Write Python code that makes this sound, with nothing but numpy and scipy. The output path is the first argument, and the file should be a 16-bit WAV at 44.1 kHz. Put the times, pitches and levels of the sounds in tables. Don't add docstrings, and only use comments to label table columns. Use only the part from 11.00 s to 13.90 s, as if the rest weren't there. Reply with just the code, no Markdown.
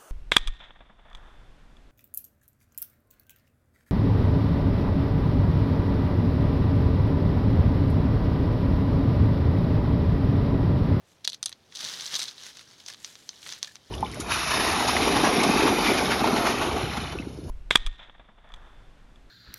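import sys
import numpy as np
from scipy import signal
from scipy.fft import rfft, irfft, next_fast_len
from scipy.io import wavfile
from scipy.ndimage import uniform_filter1d, map_coordinates

SR = 44100
rng = np.random.default_rng(int(sys.argv[2]) if len(sys.argv) > 2 else 0)


def to_wav(sig):
    pcm = np.clip(np.atleast_2d(sig), -1, 1) * 32767
    pcm = np.round(pcm).astype(np.int16)
    wavfile.write(sys.argv[1], SR, pcm.T)


N = 127890
SIZE = 8192


def amp(db):
    return 10 ** (np.asarray(db) / 20)


def unit(x):
    return x / np.sqrt(np.mean(x ** 2) + 1e-20)


def along(points, hz):
    f, v = np.transpose(points)
    return np.interp(np.log(hz + 1), np.log(f + 1), v)


def fade(t, t60):
    return np.exp(-np.log(1000) * t / t60)


def add(track, start, sound):
    part = track[max(round(start * SR), 0):][:len(sound)]
    part += sound[:len(part)]


def minimum_phase(db):
    cepstrum = irfft(np.log(amp(db)))
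    cepstrum[1:SIZE // 2] *= 2
    cepstrum[SIZE // 2 + 1:] = 0
    return np.exp(rfft(cepstrum))


def coloured(x, spectrum):
    body = irfft(minimum_phase(along(spectrum, np.fft.rfftfreq(SIZE, 1 / SR))))
    return unit(signal.fftconvolve(x, body)[:len(x)])


def friction(rough_db, flutter_per_s):
    noise = rng.standard_normal(N)
    position = np.arange(N) * flutter_per_s / SR
    flutter = map_coordinates(rng.standard_normal(4000), [position], mode="mirror")
    return noise * amp(rough_db * flutter)


# frequency in Hz, relative level in dB.
AIR_SPECTRUM = [(25, -19), (50, -12), (85, -0.5), (150, -2), (300, -4.5), (550, -7.5), (1100, -13),
                (2500, -17), (6500, -30), (10000, -28.5), (15500, -37)]
def outdoor_air():
    return amp(-63.5) * coloured(rng.standard_normal(N), AIR_SPECTRUM)


# frequency in Hz, relative level in dB.
THUD_SPECTRUM = [(40, -30), (130, 27), (330, 3.5), (600, 25), (2000, -38)]
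# start in seconds, level in dB before the envelope.
BUMPS = [(.276, -56), (.83, -48), (1.058, -58), (1.215, -59), (2.47, -56)]
def pile_thuds(t60=0.14, rise_s=0.014):
    out, t = np.zeros(N), np.arange(SIZE) / SR
    for start, db in BUMPS:
        body = coloured(rng.standard_normal(SIZE), THUD_SPECTRUM)
        add(out, start, amp(db) * body * fade(t, t60) * (1 - fade(t, rise_s)))
    return out


# frequency in Hz, relative level in dB.
BRUSH_SPECTRUM = [(300, -44), (2000, 9), (5000, 5), (7000, 11.5), (9500, 2.5), (12000, 1.5), (15500, -13)]
# centre in seconds, half length in seconds, level in dB.
STROKES = [(0.105, 0.048, -65.5), (1.06, 0.042, -48.5), (1.185, 0.047, -43.5), (1.476, 0.038, -57),
           (1.897, 0.048, -59), (2.063, 0.071, -54.5), (2.238, 0.11, -60.5), (2.462, 0.05, -52),
           (2.585, 0.0081, -54), (2.7, 0.068, -60)]
def skin_brushes():
    t = np.arange(N) / SR
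    swell = sum(amp(db) * np.exp(-((t - centre) / half) ** 2) for centre, half, db in STROKES)
    return swell * coloured(friction(rough_db=3, flutter_per_s=240), BRUSH_SPECTRUM)


# start in seconds, level in dB before the envelope.
RATTLE_TOUCHES = [(2.522, -38), (2.644, -42), (2.676, -37.5), (2.69, -41), (2.712, -45)]
def pod_rattle(note_hz=1745, t60=0.026, rise_s=0.0052):
    out, t = np.zeros(N), np.arange(SIZE) / SR
    for start, db in RATTLE_TOUCHES:
        hz = note_hz * (1 + 0.026 * rng.standard_normal())
        add(out, start, amp(db) * np.sin(2 * np.pi * hz * t) * fade(t, t60) * (1 - fade(t, rise_s)))
    return out


def small_ticks(per_s=600, spread_db=3, crack_t60=0.0094, ring_t60=0.017, count=3000, samples=900):
    out, t = np.zeros(N), np.arange(samples) / SR
    cracks = rng.standard_normal((count, samples)) * fade(t, crack_t60)
    modes_hz = rng.uniform(1417, 6886, (count, 3, 1))
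    starts = (np.arange(count) + 2 * rng.random(count)) / per_s
    gains = amp(spread_db * np.clip(rng.standard_normal(count), -2, 2))
    ringing = 0.33 * fade(t, ring_t60)
    for start, gain, crack, hz in zip(starts[starts < N / SR], gains, cracks, modes_hz):
        add(out, start, gain * (crack + ringing * np.sin(2 * np.pi * hz * t).sum(0)))
    return out


# frequency in Hz, relative level in dB.
PILE_SPECTRUM = [(50, -18), (150, -19), (450, -17), (1000, -6.5), (1750, -6), (2450, -10.5), (3100, -1.5),
                 (3800, -0.5), (4900, -1.5), (6200, -3.5), (7600, -14.5), (9800, -13), (12500, -22.5),
                 (15500, -34)]
# frequency in Hz, relative level in dB.
HUSK_SPECTRUM = [(50, -26), (150, -9), (350, -10), (1000, -12.5), (1750, -7), (2450, -9), (3700, -1),
                 (4900, -9.5), (6200, -6), (7600, -11.5), (9800, -17), (15500, -26)]
# time in seconds, gain of the rustle in dB.
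STIRRING = [(0, -72), (.11, -64), (.22, -66), (.3, -63), (.4, -69.5), (.48, -60), (.62, -66.5), (.7, -59),
            (.76, -42.5), (0.838, -33.5), (.93, -34.5), (.98, -38), (1.06, -37), (1.101, -39.5),
            (1.143, -28.5), (1.185, -37), (1.225, -36), (1.28, -40), (1.35, -52), (1.39, -46),
            (1.44, -41.5), (1.49, -43), (1.53, -51.5), (1.58, -47), (1.65, -53.5), (1.72, -50),
            (1.77, -56.5), (1.8, -48.5), (1.85, -52.5), (1.895, -41.5), (1.96, -56), (2.03, -52.5),
            (2.065, -48), (2.11, -51), (2.22, -56.5), (2.26, -57), (2.32, -54), (2.37, -52), (2.44, -47.5),
            (2.51, -41), (2.56, -43), (2.61, -55), (2.65, -45), (2.7, -53), (2.765, -58), (2.79, -60.5),
            (2.89, -55)]
def pile_rustle():
    ticks = amp(-4.5) * coloured(small_ticks(), PILE_SPECTRUM)
    slide = amp(-9.5) * coloured(friction(rough_db=1.5, flutter_per_s=69), HUSK_SPECTRUM)
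    stir_db = np.interp(np.arange(N) / SR, *np.transpose(STIRRING))
    return (ticks + slide) * amp(stir_db)


def shell_ring(t, t60, scatter_db=-20, scatter_t60=0.082):
    envelope = fade(t, t60) + amp(scatter_db) * fade(t, scatter_t60)
    ring = rng.standard_normal(len(t)) * envelope
    ring[0] += 4.6
    spectrum = rfft(ring)
    band_power = np.abs(uniform_filter1d(np.abs(spectrum) ** 2, 130))
    return spectrum / np.sqrt(band_power + 1e-12)


# frequency in Hz, relative level in dB.
SHELL_SPECTRUM = [(60, -107), (300, -21.5), (800, -14), (1750, -7), (2600, -6), (3000, 0), (3380, 6),
                  (3700, 8), (4080, 8.5), (4700, 6.5), (5400, 3.5), (6100, 7), (7500, -9), (9800, -15),
                  (12000, -19), (15500, -46)]
# start in seconds, level in dB, relative
# gains in dB of the hollow knock, the upper ring and the snap, then the ring's t60 in seconds.
BLOWS = [(0.2439, -42, -2, -12, -8, 0.018), (0.2471, -31, 5.5, 3.0, 6, 0.01),
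         (0.2501, -26.5, -0.5, -1, 2, 0.011), (0.2758, -18.5, 1, -4.5, 2.5, 0.01),
         (0.2774, -25.5, -29, -21, 2, 0.018), (0.293, -32.5, -15, -8, 0, 0.02),
         (0.2995, -31.5, -16.0, -1, 4, 0.0078), (0.3204, -38.5, 3.5, -3, 3, 0.018),
         (0.3315, -32, -10.0, -17, -4.0, 0.0076), (0.3387, -42, 2, -7, -1, 0.018),
         (0.3449, -34, -2, -4.0, 2, 0.012), (0.4285, -23.5, 6.5, 8, 18, 0.0088),
         (0.433, -39.5, 4, -19, -6, 0.017), (0.4388, -34, -11, 2.0, -9, 0.012),
         (0.4588, -22.4, -12, 3.5, 21.5, 0.013), (0.4613, -26.5, 6, 3.0, 5, 0.0042),
         (0.4823, -40.5, 1, -17, 1.0, 0.009), (0.494, -38.5, 6.5, -3, 17, 0.0057),
         (0.518, -45.5, 12, -5.0, -1.0, 0.012), (0.527, -35, 3, -6, -7, 0.011),
         (0.7236, -45, 12, -2, -14, 0.018), (0.7513, -36.5, -6.0, -3, 7, 0.012),
         (0.7574, -33.5, -5.0, -1, 4, 0.018), (0.7708, -34, -16, 7, 0.0, 0.018),
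         (0.7904, -34, 4, 0, 6, 0.022), (0.8063, -31.5, 3, -3, 5.0, 0.016),
         (0.849, -27.5, -19, 0, 1, 0.018), (0.888, -32, -14, -3, -28, 0.012),
         (0.938, -32, -1, -2, -8, 0.028), (0.9982, -32, 2, -9, -11, 0.018),
         (1.0083, -31.5, 5, 5.5, 9, 0.021), (1.0212, -36, 3.0, 3.0, -1.0, 0.012),
         (1.0577, -31.5, -18, -9, 4, 0.011), (1.0636, -31, -13, 19, 18, 0.015),
         (1.076, -34, -13, -14, 0, 0.015), (1.142, -26, -7, -1, -12, 0.02), (1.1469, -35, 7, 5, -6, 0.0093),
         (1.1532, -21.5, -18, 0.0, 0, 0.015), (1.1609, -24.5, 0, 2, -1, 0.015),
         (1.165, -27, -3, -8, 6, 0.017), (1.1928, -25.5, 7, 1.5, 10.5, 0.023),
         (1.201, -26.7, -15, -1.0, 1, 0.017), (1.2165, -29.5, 8.5, 1, 6, 0.016),
         (1.221, -26.5, -1, -3, 5, 0.034), (1.2299, -27.5, -16, -2, 11.5, 0.0082),
         (1.2391, -32, -22, 0.0, 8, 0.014), (1.2557, -34, -11, -4, -16, 0.014),
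         (1.281, -33.5, -13, -2.0, -6.0, 0.02), (1.2848, -32.5, -0.5, -9, -13, 0.012),
         (1.2896, -35, -7, -3, -13, 0.0118), (1.311, -41, 6, 2, 5, 0.014),
         (1.3802, -40.5, -4, -8, -5, 0.012), (1.435, -39.5, 8, -1, 8, 0.025),
         (1.4652, -38, 17, 10, 16, 0.02), (1.5706, -40.5, 15, 7, 12, 0.014),
         (1.5933, -41, 10, -5.0, 4, 0.014), (1.6, -51, -2.0, -1.0, -4.0, 0.012),
         (1.6104, -46, 13, -5, 12, 0.018), (1.801, -48, 0, -11, 0, 0.018),
         (1.8628, -36.5, 9, 11.5, 11, 0.0055), (1.8802, -39, 5, 9, -3, 0.012),
         (1.8839, -34, 9.5, 1, 11, 0.018), (1.9006, -37, 18.5, 9.5, 17, 0.025),
         (1.9271, -43, 5, -3, -4.0, 0.015), (1.9368, -41.5, -3, -11, 6, 0.0052),
         (1.945, -41.5, 9, -4, -7, 0.013), (2.0464, -29.5, 5, 6.5, -1, 0.0053),
         (2.1545, -41.5, 7, -0.5, 0, 0.0091), (2.2917, -29, 2.5, 3.5, -8.0, 0.0087),
         (2.331, -50.5, 13, -10, 0, 0.016), (2.4294, -40.5, 4, -6, 3, 0.011),
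         (2.464, -35.5, 17.5, -4, 5, 0.019), (2.4739, -39, 4, 0.0, 14, 0.022),
         (2.491, -34, 8.5, 1, -1, 0.013), (2.5012, -38, -5, -5, -5, 0.017),
         (2.524, -31.5, 8.5, 6, 6, 0.015), (2.5355, -36.5, 17, 14, 0.0, 0.008),
         (2.6292, -22.5, 1, 4, 3.5, 0.0046), (2.6457, -34, 1.5, -9, -2, 0.013),
         (2.673, -41, 9, 3, 4, 0.021), (2.7557, -38.5, 12, 5, 9.5, 0.0093),
         (2.7655, -48, 10, -6, -2, 0.018)]
def pod_clacks(knock_hz=2830, upper_hz=4660, snap_hz=7630, edge_hz=11400, uneven_db=2.12):
    out, t, hz = np.zeros(N), np.arange(SIZE) / SR, np.fft.rfftfreq(SIZE, 1 / SR)
    above = lambda corner_hz: 1 - 1 / (1 + (hz / corner_hz) ** 20)
    knock_band = 1 - above(knock_hz)
    upper_band = above(upper_hz) - above(snap_hz)
    snap_band = above(snap_hz) - 0.49 * above(edge_hz)
    blow_norm = np.sqrt(0.003 * SR)
    for start, db, knock_db, upper_db, snap_db, t60 in BLOWS:
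        spacing_hz = 3.2 / t60
        peaks = map_coordinates(rng.standard_normal(200), [hz / spacing_hz], mode="mirror")
        colour_db = along(SHELL_SPECTRUM, hz) + uneven_db * peaks
        colour_db += knock_db * knock_band + upper_db * upper_band + snap_db * snap_band
        clack = irfft(shell_ring(t, t60) * minimum_phase(colour_db))[:SIZE // 2]
        add(out, start, amp(db) * blow_norm * clack / np.linalg.norm(clack))
    return out


def scene():
    mix = pod_clacks() + pile_rustle() + pod_rattle() + pile_thuds() + outdoor_air() + skin_brushes()
    return mix[None]


def record(dry):
    padded = next_fast_len(N + SIZE)
    passband = np.fft.rfftfreq(padded, 1 / SR) < 16000
    return irfft(rfft(dry, padded) * passband, padded)[:, :N]


dry = scene()
out = record(dry)
to_wav(out)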